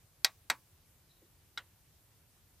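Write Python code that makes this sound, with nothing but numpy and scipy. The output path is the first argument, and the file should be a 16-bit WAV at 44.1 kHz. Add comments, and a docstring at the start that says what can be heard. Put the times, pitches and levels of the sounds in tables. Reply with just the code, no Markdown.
"""A low cabin rumble and microphone hiss run throughout. A plastic push-button on a car stereo snaps in
and, a quarter second later, springs back. Each snap rings the faceplate, the switch dome cracks, the cap
rattles in its guide for a few milliseconds, and the small cabin answers briefly. Two very faint handling
noises follow, a brush and a bump; then comes a softer click, about a second after the release."""
import sys
import numpy as np
from scipy import signal
from scipy.io import wavfile

SR = 44100
rng = np.random.default_rng(int(sys.argv[2]) if len(sys.argv) > 2 else 0)


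def transcribe(signal):
    """Save signal, clipped to [-1, 1], as a 16-bit WAV file at the path in sys.argv[1]."""
    frames = np.atleast_2d(signal).T
    limited = np.clip(frames, -1, 1)
    pcm = np.round(limited * 32767).astype(np.int16)
    wavfile.write(sys.argv[1], SR, pcm)


N = 114660

# Tone of the rumble and hiss: f/Hz, relative level per Hz/dB
BED_SPECTRUM = [(13, -49), (22, -19.5), (42, -8), (86, -1), (145, -7.5), (212, -18), (366, -18.5),
                (408, -24), (522, -17.5), (567, -22), (926, -23.5), (1250, -25.5), (7790, -29.5),
                (12700, -26), (15000, -26.5)]
# Stereo width of that bed: f/Hz, side level against mid/dB
BED_WIDTH = [(60, -12), (120, -15.5), (240, -10.5), (480, -8), (950, -6), (1890, -4), (3770, -2.5),
             (7520, 0), (15000, -2)]
# Cues for press, release and soft click: t/s, rattle delay/s, rattle length/s, rattle level/dB,
# cabin level/dB, stretch factor on the cabin's early decay, crack level/dB
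SNAPS = [(0.2457, 0.00014, 0.0033, -19.5, -29, 0.86, -9), (0.4991, 0.00077, 0.0034, -25.5, -29, 0.87, -24),
         (1.5749, 0.0001, 0.0059, -39.5, -44, 1, -37.5)]
# Faceplate and switch modes: f/Hz, t60/s, level/dB (before the bass cut) on press, release, soft click
PANEL_MODES = [(649, 0.057, -47, -41, -77), (779, 0.049, -39, -42, -79), (883.4, .14, -52, -42.5, -80),
               (941, 0.11, -54.5, -45, -59), (1020, .15, -51.5, -46, -70), (1127, 0.17, -46.5, -47, -74),
               (1398, .045, -39.5, -40.5, -40), (1475, .07, -49, -41, -42), (1596, 0.056, -37.5, -35, -47),
               (1919, 0.081, -32, -33.5, -51), (2130, .04, -39.5, -30, -44.5),
               (2300, 0.07, -43.5, -50.5, -60), (2474, .065, -37, -36, -74), (3400, 0.029, -34, -37.5, -41),
               (3856, 0.021, -31, -25.5, -36), (3865, .085, -35, -46, -58), (4430, .03, -34, -36, -49.5),
               (4536, .025, -23, -32.5, -62), (5070, .034, -31.5, -39.5, -50),
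               (5500, .028, -27.5, -57, -53), (5890, 0.029, -29, -38, -54.5),
               (7966, 0.007, -33, -29, -58.5), (8250, 0.063, -44.5, -42.5, -77),
               (13100, .011, -31, -46, -72)]
# Colour of the cap's rattle: f/Hz, relative level per Hz/dB on press, release, soft click
RATTLE_SPECTRA = [(40, -36.5, -47, -26), (363, -29, -43.5, -20), (550, -16, -21.5, -29),
                  (740, -7.5, -3.5, -18), (1001, -11, -2.5, -24), (1480, -7.5, 0, -1),
                  (2150, -2.5, 3.5, -7), (2908, -9.5, -10, -5.5), (3660, 0, -3, 3.5),
                  (5222, -1, -15.5, -11.5), (7430, -7.5, -6, -28), (10400, -12.5, -20.5, -27),
                  (13100, -12, -10, -25), (15600, -30.5, -26.5, -38)]
# Colour of the cabin's answer: f/Hz, relative level per Hz/dB on press, release, soft click
CABIN_SPECTRA = [(40.32, -32.5, -26.5, -39), (280, -20.5, -7, -16), (416.3, -23.5, -13.5, -7),
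                 (648.4, -4, -1, -9.5), (1200, -5.5, 0, -3), (1690, -2, 3.5, -1.5), (2391, -1.5, 1.5, -6),
                 (2859, -8.5, -8.5, -3), (3700, -1, -6, -4), (5220, -4, -7, -16),
                 (7550, -11.5, -9.5, -13.5), (10380, -13.5, -19, -24), (13340, -12, -17.5, -19),
                 (16120, -26, -37, -36)]
# Early decay of the cabin, before each snap's stretch: f/Hz, t60/s
CABIN_DECAY = [(150, .16), (500, .12), (1000, .13), (2200, 0.12), (4000, 0.097), (8000, .07), (14000, .06)]
# A brush and a bump: t/s, rise/s, t60/s, centre f/Hz, bandwidth/Hz, level/dB
HANDLING_CUES = [(1.086, 0.022, 0.34, 3930, 330, -70.5), (1.217, 0.01, 0.081, 382, 110, -61)]

BED_DB, BED_WAVER_DB, HISS_TOP_HZ, TREBLE_CUT_HZ = -66, 1.1, 14900, 15900
PANEL_BASS_CUT_HZ, CAP_MODES_ABOVE_HZ = 480, 3000
DRIVEN_SHARE = 0.93  # modes hold their level for this share of the rattle's length
CABIN_DELAY_S = .003
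BAND_EDGES_HZ = np.geomspace(20, 16500, 30)
AGE = np.arange(int(.4 * SR)) / SR  # seconds into a one-shot


def from_db(db):
    """Decibels to gain."""
    return 10 ** (np.asarray(db) / 20)


def unit_rms(x):
    """Scale to an rms of one."""
    return x / np.sqrt(np.mean(x ** 2) + 1e-20)


def at_hz(curve, hz):
    """Read a curve on a log-frequency axis."""
    freqs, values = np.transpose(curve)
    return np.interp(np.log(hz), np.log(freqs), values)


def decay(age, t60):
    """Full level until age zero, then 60 dB down every t60."""
    return np.exp(-np.log(1000) * np.maximum(age, 0) / t60)


def add(out, start_s, sound):
    """Drop a sound into the mix; mono sits in the centre."""
    i = int(start_s * SR)
    out[:, i:i + sound.shape[-1]] += sound[..., :N - i]


def low_pass(x, hz):
    """Steep treble cut."""
    return signal.sosfilt(signal.ellip(10, .2, 70, hz, fs=SR, output="sos"), x)


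def band_noise(low, high, size):
    """Steady noise between two frequencies, rms one."""
    sos = signal.butter(2, [low, high], "band", fs=SR, output="sos")
    white = rng.standard_normal(size + len(AGE))  # pre-roll lets the filter settle
    return unit_rms(signal.sosfilt(sos, white)[-size:])


def bands(spectrum):
    """Third-octave bands as (low, high, centre, gain), their powers summing to one."""
    centres = np.sqrt(BAND_EDGES_HZ[1:] * BAND_EDGES_HZ[:-1])
    gains = from_db(at_hz(spectrum, centres)) * np.sqrt(np.diff(BAND_EDGES_HZ))
    return zip(BAND_EDGES_HZ, BAND_EDGES_HZ[1:], centres, gains / np.linalg.norm(gains))


def burst(low, high, envelope):
    """A band of noise under an envelope, carrying just that envelope's energy."""
    noise = band_noise(low, high, size=len(AGE)) * envelope
    return noise * np.linalg.norm(envelope) / np.linalg.norm(noise)


def rumble_and_hiss():
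    """The bed: low cabin rumble and even microphone hiss, each band wavering slightly."""
    bed = 0
    for low, high, hz, gain in bands(BED_SPECTRUM):
        waver = from_db(BED_WAVER_DB * band_noise(2, 6.7, size=N))
        side = from_db(at_hz(BED_WIDTH, hz)) * band_noise(low, high, size=N)
        mid = band_noise(low, high, size=N)
        bed = bed + gain * waver * (mid + side * [[1], [-1]])
    return from_db(BED_DB) * unit_rms(low_pass(bed, HISS_TOP_HZ))


def faceplate_ring(snap, rattle_delay, rattle_length):
    """The snap sets the modes ringing, with strengths that depend on where it lands."""
    ring = 0
    for k, (hz, t60, *levels_db) in enumerate(PANEL_MODES):
        onset = rattle_delay if hz > CAP_MODES_ABOVE_HZ else 0  # the cap's modes start with its rattle
        age = np.maximum(AGE - onset, 0)
        polarity = (-1) ** (k // 2)
        envelope = decay(age - DRIVEN_SHARE * rattle_length, t60)
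        ring = ring + polarity * from_db(levels_db[snap]) * np.sin(2 * np.pi * hz * age) * envelope
    return ring


def cut_bass(x):
    """Take away the bass, so the ring and the tick sound thin and bright."""
    return signal.sosfilt(signal.butter(2, PANEL_BASS_CUT_HZ, "high", fs=SR, output="sos"), x)


def dome_crack(hz=4830, t60=.004):
    """The metal dome of the switch flips: a hard, bright tick, gone at once."""
    return np.sin(2 * np.pi * hz * AGE) * decay(AGE, t60)


def cap_rattle(spectrum, length, t60=0.012):
    """The cap chatters in its guide, too fast to tell the touches apart, then stops."""
    envelope = decay(AGE - length, t60)
    return sum(gain * burst(low, high, envelope) for low, high, _, gain in bands(spectrum))


def dashboard_thud(hz=108, t60=0.028, relative_db=-26):
    """The push nudges the dashboard: a small, heavily damped knock under the rattle."""
    return from_db(relative_db) * np.sin(2 * np.pi * hz * AGE) * decay(AGE, t60)


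def cabin_reflections(spectrum, stretch, build_s=.0015, tail_db=-33.5, tail_t60=0.27, side_db=-39.5):
    """Dense reflections off dashboard and windows; the treble dies first, over a faint slower tail."""
    build = 1 - np.exp(-AGE / build_s)
    tail = from_db(tail_db) * decay(AGE, tail_t60)
    reverb = 0
    for low, high, hz, gain in bands(spectrum):
        early = decay(AGE, stretch * at_hz(CABIN_DECAY, hz))
        envelope = build * np.hypot(early, tail)
        side = from_db(side_db) * burst(low, high, envelope)
        mid = burst(low, high, envelope)
        reverb = reverb + gain * (mid + side * [[1], [-1]])
    return reverb


def airy_tail(low_hz=3505, t60=.55, relative_db=-35.5):
    """A trace of bright hiss that outlasts the cabin's answer."""
    return from_db(relative_db) * burst(low_hz, TREBLE_CUT_HZ, decay(AGE, t60))


def handling_noise(rise, t60, hz, width_hz):
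    """A soft narrow-band rub that swells and fades."""
    envelope = np.minimum(AGE / rise, 1) * decay(AGE - rise, t60)
    return burst(hz - width_hz / 2, hz + width_hz / 2, envelope)


def scene():
    """Three layered clicks dead centre and two handling noises, over the quiet bed."""
    out = rumble_and_hiss()
    for snap, (t, delay, length, rattle_db, cabin_db, stretch, crack_db) in enumerate(SNAPS):
        rattle_colour = [(hz, levels_db[snap]) for hz, *levels_db in RATTLE_SPECTRA]
        cabin_colour = [(hz, levels_db[snap]) for hz, *levels_db in CABIN_SPECTRA]
        body = cap_rattle(rattle_colour, length) + dashboard_thud()
        answer = cabin_reflections(cabin_colour, stretch) + airy_tail()
        add(out, t, cut_bass(faceplate_ring(snap, delay, length)))
        add(out, t + delay, from_db(crack_db) * cut_bass(dome_crack()))
        add(out, t + delay, from_db(rattle_db) * body)
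        add(out, t + CABIN_DELAY_S, from_db(cabin_db) * answer)
    for t, rise, t60, hz, width_hz, level_db in HANDLING_CUES:
        add(out, t, from_db(level_db) * handling_noise(rise, t60, hz, width_hz))
    return out


def record(dry):
    """Trim the very top of the treble off the mix."""
    return low_pass(dry, TREBLE_CUT_HZ)


dry = scene()
out = record(dry)
transcribe(out)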